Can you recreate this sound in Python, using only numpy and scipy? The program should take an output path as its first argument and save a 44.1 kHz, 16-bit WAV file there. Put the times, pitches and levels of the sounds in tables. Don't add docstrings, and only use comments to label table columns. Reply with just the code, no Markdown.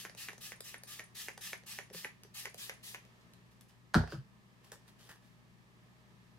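import sys
import numpy as np
from scipy import signal
from scipy.fft import rfft, irfft, next_fast_len
from scipy.io import wavfile
from scipy.ndimage import uniform_filter1d, map_coordinates

SR = 44100
rng = np.random.default_rng(int(sys.argv[2]) if len(sys.argv) > 2 else 0)


def dump(signal):
    limited = np.clip(np.atleast_2d(signal).T, -1, 1)
    pcm = np.round(limited * 32767).astype(np.int16)
    wavfile.write(sys.argv[1], SR, pcm)


def invert_db(x):
    u = np.asarray(x, float) / 20
    return 10 ** u


N = 281358

# (frequency [Hz], level [dB])
AIR_COLOUR = [(150, -43), (250, -10), (324, -12.5), (360, -6), (575, -16), (616, -8.5), (672, -15),
              (887, -11.5), (1300, -12), (1420, -19.5), (1780, -10), (1940, -15), (4610, -22.5),
              (14000, -35.5), (15800, -46)]
RUMBLE_COLOUR = [(12, -44), (20, -23), (43, -11), (70, -12), (99, -6), (119, -3), (161, -0.5), (202, 1.5),
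                 (290, -14.5), (330, -12.5), (430, -50.5), (730, -120)]
HUM_TONES = [(120.2, -68.5), (61.5, -79), (178, -75.5)]
# (frequency [Hz], correlation [-1 to 1])
AIR_ALIKE = [(60, 0.75), (180, 0.21), (550, 0.76), (1650, -0.34), (4970, 0.19), (15000, 0.059)]
MIST_ALIKE = [(200, 0.67), (600, 0.95), (1600, 0.98), (4000, 0.43), (8000, 0.17), (15000, 0.23)]
# (frequency [Hz], t60 [s])
ROOM_T60 = [(150, 0.13), (1500, 0.22), (5000, 0.29), (14000, 0.1845)]
# (time [s], left port ahead by [microseconds])
HAND_LEAD = [(0, 25), (.7, 90), (1.2, 21), (2, 60), (2.7, 150), (3.2, 138), (3.8, 0), (4.6, -60),
             (5.3, -53)]
# (frequency [Hz], left minus right [dB])
PORT_DIFFERENCE = [(60, -1.5), (150, 2), (400, -0.5), (2000, -1), (7000, 0), (11000, 4.5), (15000, 11)]

# (start [s], piston at its stop [s], jet level [dB], knock level [dB], spring ping level [dB])
STROKES = [(-.07, .05, -46, -32.5, -54), (.168, .2852, -46.5, -30.5, -54), (.404, .519, -47.5, -33.5, -50),
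           (.635, 0.7423, -49.5, -33.5, -47), (0.868, 0.9938, -48.5, -32.5, -45.5),
           (1.145, 1.2835, -46, -29, -52), (1.405, 1.5307, -45, -29.5, -54),
           (1.659, 1.7871, -47, -30.5, -49), (1.925, 2.0459, -47.5, -29, -64),
           (2.338, 2.4549, -46, -29.5, -49), (2.573, 2.6951, -46.5, -28.5, -49),
           (2.826, 2.9455, -48.5, -31.5, -61)]
# (frequency [Hz], level [dB per Hz])
MIST_COLOUR = [(350, -50), (600, -16), (678, -22), (799, -7.5), (1080, -13.5), (1190, -2), (1440, -12),
               (1740, 0.5), (2310, -6), (2510, 0.5), (3300, -2), (5540, -4.5), (9420, -11.5), (11100, -8.5),
               (15600, -21.5)]
SLIT_COLOUR = [(2500, -42), (5000, 2), (7000, -6), (9000, 4), (10800, -7), (12000, 1), (13800, -1),
               (15600, -7)]
# (frequency [Hz], level [dB per Hz])
KNOCK_COLOUR = [(150, -47.5), (250, -20), (420, -8.5), (781, -12.5), (995, -11), (1220, -15), (1820, -4.5),
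                (2530, -11), (3280, -18), (4100, -24), (4960, -24), (6420, -19), (9070, -35.5),
                (11000, -20.5), (15500, -57.5)]
# (frequency [Hz], width [Hz], level [dB])
CAP_MODES = [(9100, 300, 0), (10800, 350, -5)]

# (time [s], peak level [dB], brightness [dB per octave])
RETURNS = [(.0961, -49.5, -4.5), (0.149, -52.5, .5), (0.3316, -50.5, -2), (.38, -49.5, 3), (.606, -39, 5),
           (.835, -44, 4.5), (1.3772, -47.5, -3), (1.6355, -60.5, -3), (1.901, -56, -3.5),
           (1.9476, -46, -1.5), (2.2472, -66, -7), (2.5439, -45, .6), (3.051, -60.5, 0.5)]
NAIL_PINGS = [(2.2344, -49, -0.5)]
FINGER_TICKS = [
    (3.2092, -70, -5),
    (3.3354, -55.5, -1),
    (3.5105, -71, 1),
    (3.6099, -52, 5),
    (3.685, -69, 4),
    (4.6444, -67, 2),
    (5.0904, -57, -1),
]
CARD_SNAP = [(4.7188, -44, -0.1)]
# (hollow part level [dB], cap ring level [dB])
TICK_KINDS = [
    (1, -17),
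    (-5.5, -13),
    (-13, -27),
    (1.5, -17.5),
]
# (frequency [Hz], level [dB])
TICK_COLOUR = [(300, -85), (1000, -22.5), (2000, 1), (3000, 0), (5000, 3.5), (7500, -2), (10800, -2),
               (13000, -6.5), (16000, -20.5)]
HOLLOW_COLOUR = [(100, -79), (300, -1), (450, 10.5), (800, 4.5), (1300, -2.5), (1800, 6), (2500, -33.5)]

# (frequency [Hz], level [dB], t60 [s], swell [cycles])
LANDING = [(417, -26.5, 0.1, 3.7), (327, -23.5, 0.14, 2.07), (239, -21, 0.17, 1.8), (207, -15, 0.08, 0.64),
           (159.5, -20, 0.2213, 0.944), (125, -21, .2, 2.5), (92.7, -19.5, 0.19, 1.4),
           (64, -28.5, 0.27, 0.38), (32.962, -57, 0.22, .6)]
EDGE = [(327, -39.5, 0.11, 0.981), (211, -48, 0.2636, 1.8), (146, -28, 0.11, 1.65), (71.6, -48, .22, .85)]
ROCK = [(132.05, -29.5, 0.12, 0.99)]
GRIP = [(421, -42.5, 0.046, 0.96), (507, -43, .051, 1.397), (173.5, -46.5, 0.19, 1.1)]
# (time [s], modes as above, level [dB], delay of the wave [cycles])
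WAVES = [
    (3.9431, LANDING, 0.5, 2.1),
    (4.1225, EDGE, 0.5, 1.7),
    (4.165, ROCK, -0.5, 1.6),
    (1.908, GRIP[:2], -1.5, .1),
    (1.945, GRIP, 1, .1),
    (2.248, GRIP[:1], -7, .1),
]

# (time fully loud [s], hold [s], level [dB], low part [dB], fade by 30 dB [s])
RUBS = [
    (3.62, .002, -67, -16, 0),
    (3.696, 0.0018, -71, -5, .16),
    (4.644, .01, -67, -9, 0.24),
    (4.882, .004, -62.5, -8.5, 0.08),
    (4.994, .085, -64.5, -12, 0.03),
    (5.094, 0.021, -58.5, 0, 0.11),
    (5.225, .04, -74, -4, 0.3),
]
SLIPS = [(4.108, 0.027, -57.5, -2.5, .11)]
CARD_TAPS = [(4.724, 0.0026, -57, 2.5, 0.072)]
# (frequency [Hz], level [dB per Hz])
PAPER_COLOUR = [(1200, -0.5), (2200, -3.5), (3000, 3.5), (3800, -1), (5000, -0.5), (7000, -5),
                (11000, -5.5), (16000, -17)]
CARD_COLOUR = [(500, -19), (1000, -10), (1400, -11), (1750, -0.5), (2100, -17), (3000, -57)]
SQUEAK_COLOUR = [(1500, -47), (2600, -5), (3100, -3.5), (3800, -14.5), (4700, 1), (5600, -12),
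                 (9000, -16.5), (16000, -26.5)]

# (time [s], peak level [dB], brightness [dB per octave], clatter t60 [s])
BLOWS = [
    (3.939, -38, 0, .058),
    (3.9435, -14.5, -3, 0.064),
    (3.9503, -19.5, -3.5, .09),
    (3.9607, -25.5, -6, .09),
    (4.008, -34.5, -9.5, .086),
    (4.037, -34, -6.5, 0.046),
    (4.075, -42.5, -3, .076),
    (4.1225, -35.5, -4.5, 0.13),
]
# (frequency [Hz], level [dB])
BASE_COLOUR = [(100, -95), (400, -13.5), (720, -5), (950, -8), (1150, -6), (1320, -4), (1550, -1.5),
               (1900, -12.5), (2500, -19.5), (3600, -17), (4200, -15.5), (5000, -16.5), (6500, -23.5),
               (11000, -24.5), (15500, -40)]


def unit(x):
    return x / np.sqrt(np.mean(x ** 2) + 1e-20)


def peaked(x, db):
    return invert_db(db) * x / np.abs(x).max()


def along(points, hz):
    f, v = np.transpose(points)
    return np.interp(np.log(hz + 1), np.log(f + 1), v)


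def wobble(rate):
    knots = rng.standard_normal(int(N * rate / SR) + 4)
    return map_coordinates(knots, [np.arange(N) * rate / SR])


def filtered(x, response):
    m = 2 * next_fast_len(x.shape[-1] // 2 + 4096)
    return irfft(rfft(x, m) * response(np.fft.rfftfreq(m, 1 / SR)), m)[..., :x.shape[-1]]


def struck(x, spectrum, tilt_db=0):
    def response(hz):
        level_db = along(spectrum, hz) + tilt_db * np.log2((hz + 50) / 1500)
        cepstrum = irfft(np.log(invert_db(level_db) + 1e-6))
        half = len(cepstrum) // 2
        cepstrum[1:half] *= 2
        cepstrum[half + 1:] = 0
        return np.exp(rfft(cepstrum))
    return filtered(x, response)


def ringing(modes, f, scatter_db):
    total = 0
    for k, (centre, width, db) in enumerate(modes):
        gain = (-1) ** k * invert_db(db + scatter_db * rng.standard_normal())
        total = total + gain * 1j * f * width / (centre * centre - f * f + 1j * f * width)
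    return total


def rush(spectrum, alike, n=N, patchy_db=0):
    z = signal.stft(rng.standard_normal((2, n + 512)), nperseg=256)[2]
    patches = uniform_filter1d(rng.standard_normal(z.shape[1:]), size=3, axis=0)
    patches = uniform_filter1d(patches, size=14, axis=1)
    pair = signal.istft(z * invert_db(patchy_db * unit(patches)), nperseg=256)[1][:, :n]

    def response(hz):
        turn = np.arccos(np.clip(along(alike, hz), -1, 1)) / 2
        return invert_db(along(spectrum, hz)) * [np.cos(turn), np.sin(turn)]
    mid, side = filtered(pair, response)
    return unit(np.array([mid + side, mid - side]))


def clatter(t, lead, db, t60, crack_db=-14):
    lumps = invert_db(3.5 * unit(uniform_filter1d(rng.standard_normal(len(t)), size=70)))
    after = np.clip(t - lead, 0, 1)
    rattle = invert_db(db - 60 * after / max(t60, .002)) * lumps * np.clip(after / .004, 0, 1)
    crack = invert_db(crack_db - 60 * after / .008)
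    x = rng.standard_normal(len(t)) * np.where(t < lead, invert_db(db - 9), rattle + crack)
    x[round(lead * SR) + np.array([0, 10])] = -.3, 1
    return x


def echoes(count):
    hz, t, z = signal.stft(rng.standard_normal((count, 2, SR // 3)), SR, nperseg=256)
    decay = invert_db(-60 * t / along(ROOM_T60, hz)[:, None])
    tails = signal.istft(z * decay, SR, nperseg=256)[1]
    tails = tails / np.linalg.norm(tails[:, :1], axis=2, keepdims=True)
    return np.pad(tails, ((0, 0), (0, 0), (150, 0)))


def add(out, s, x, wet_db):
    ports, tails = out
    x = x * np.ones((2, 1))
    tail = tails[int(rng.random() * len(tails))]
    heard = invert_db(wet_db) * signal.fftconvolve(x, tail, axes=1)
    heard[:, :x.shape[1]] += x
    lead = np.interp(s, *np.transpose(HAND_LEAD)) / 2e6
    for port, arrival in enumerate((s - lead, s + lead)):
        i = round((arrival + 1) * SR)
        ports[port, i:i + heard.shape[1]] += heard[port]


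def room_air():
    t = np.arange(N) / SR
    hum = 0
    for hz, db in HUM_TONES:
        hum = hum + invert_db(db + 3 + .8 * wobble(6)) * np.sin(2 * np.pi * hz * t + .2 * wobble(4))
    hiss_db = -73 - 0.2447 * t + 6 + 0.67 * wobble(2.025)
    hiss = invert_db(hiss_db) * rush(AIR_COLOUR, AIR_ALIKE)
    rumble = invert_db(-66.5 + 0.48 * wobble(3)) * rush(RUMBLE_COLOUR, AIR_ALIKE)
    return hiss + rumble + hum * invert_db([[1.5], [-1.5]])


def spray(out):
    bright_db, top = 2.5, 0.56
    colour = [(hz, level + bright_db * np.log2(hz / 5000)) for hz, level in MIST_COLOUR]
    for s, stop, db, *_ in STROKES:
        t = np.arange(round((stop - s + .02) * SR)) / SR
        u = t / (stop - s)
        rising_db = -7 * np.abs(1 - u / top) ** 2
        falling_db = -9 * np.abs((u - top) / (1 - top)) ** 0.49
        pressure_db = np.where(u < top, rising_db, falling_db)
        gate = np.clip(t / 0.009, 0, 1) * invert_db(-900 * np.clip(t - stop + s, 0, 1))
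        jet = invert_db(pressure_db) * rush(colour, MIST_ALIKE, len(t), patchy_db=2.0)
        slit = invert_db(-11 + 0.51 * pressure_db) * rush(SLIT_COLOUR, MIST_ALIKE, len(t))
        spit = invert_db(1.3 * uniform_filter1d(rng.standard_normal(len(t)), size=9))
        add(out, s, invert_db(db) * gate * spit * (jet + slit), wet_db=-6.0)


def piston_knocks(out):
    t = np.arange(SR // 10) / SR
    for _, stop, _, db, _ in STROKES:
        contact = clatter(t, .005, -27.5, t60=.1, crack_db=-19)
        knock = struck(contact, KNOCK_COLOUR, -0.07)
        add(out, stop - .004, peaked(knock, db + 5.5), wet_db=-5)


def spring_pings(out):
    t = np.arange(SR // 10) / SR
    lift_share = .36
    for start, stop, _, _, db in STROKES:
        ping = filtered(clatter(t, 0, -12, 0.018), lambda f: ringing(CAP_MODES, f, scatter_db=-2.5))
        add(out, stop + lift_share * (stop - start), peaked(ping, db), wet_db=-5.5)


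def light_ticks(out):
    t = np.arange(SR // 10) / SR
    hollow_per_bright = 1.04
    for rows, (hollow_db, ring_db) in zip((RETURNS, NAIL_PINGS, FINGER_TICKS, CARD_SNAP), TICK_KINDS):
        for s, db, bright_db in rows:
            t60 = 0.045 - 0.04 * (db + 65)
            crack = clatter(t, .0015, -8, t60 * .6, crack_db=-2)
            bright = struck(crack, TICK_COLOUR, bright_db)
            ring = filtered(bright, lambda f: ringing(CAP_MODES, f, scatter_db=-6.0))
            bright = bright + invert_db(min(ring_db, -4) + 15.0) * ring
            body = peaked(struck(crack, HOLLOW_COLOUR), db + hollow_db - hollow_per_bright * bright_db)
            add(out, s - .001, peaked(bright, db + 9.5) + body, wet_db=-4.5)


def surface_waves(out):
    t = np.arange(SR // 4) / SR
    for s, modes, db, late in WAVES:
        wave = 0
        for hz, level, t60, swell in modes:
            since = np.clip(t - late / hz, 0, 1)
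            growth = 1 - np.exp(-(since * hz / swell) ** 2)
            wave = wave + invert_db(level - 60 * since / t60) * np.sin(2 * np.pi * hz * since) * growth
        add(out, s, invert_db(db) * wave, wet_db=-13)


def rubbing(out):
    kinds = [(SLIPS, SQUEAK_COLOUR, HOLLOW_COLOUR, 400),
             (CARD_TAPS, PAPER_COLOUR, HOLLOW_COLOUR, np.inf),
             (RUBS, PAPER_COLOUR, CARD_COLOUR, 1100)]
    for rows, colour, dull_colour, rise in kinds:
        for s, hold, db, low_db, fade in rows:
            t = np.arange(-30 / rise, hold + fade, 1 / SR)
            level_db = np.interp(t, [t[0] - 1e-6, 0, hold, hold + fade], [db - 30, db, db, db - 30])
            grit = invert_db(18.0 * uniform_filter1d(rng.standard_normal(len(t)), size=36))
            scrape = rush(colour, MIST_ALIKE, len(t), patchy_db=1.5)
            dull = invert_db(low_db) * rush(dull_colour, MIST_ALIKE, len(t))
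            add(out, s + t[0], grit * invert_db(level_db) * (scrape + dull), wet_db=-15.0)


def base_blows(out):
    t = np.arange(SR // 4) / SR
    for s, db, bright_db, t60 in BLOWS:
        contact = clatter(t, 0, -22, t60, crack_db=-9)
        add(out, s, peaked(struck(contact, BASE_COLOUR, bright_db), db), wet_db=-2.0)


def scene():
    air = room_air()
    out = np.zeros((2, N + 2 * SR)), echoes(count=12)
    for source in (spray, piston_knocks, spring_pings, light_ticks, surface_waves, rubbing, base_blows):
        source(out)
    return out[0][:, SR:SR + N] + air


def top_cut(x):
    return signal.sosfilt(signal.butter(12, 16700, fs=SR, output="sos"), x)


def record(dry):
    def ports(hz):
        return invert_db(along(PORT_DIFFERENCE, hz) * [[.5], [-.5]]) * (hz < 15860)
    mix = filtered(dry, ports)
    return top_cut(mix)


dry = scene()
out = record(dry)
dump(out)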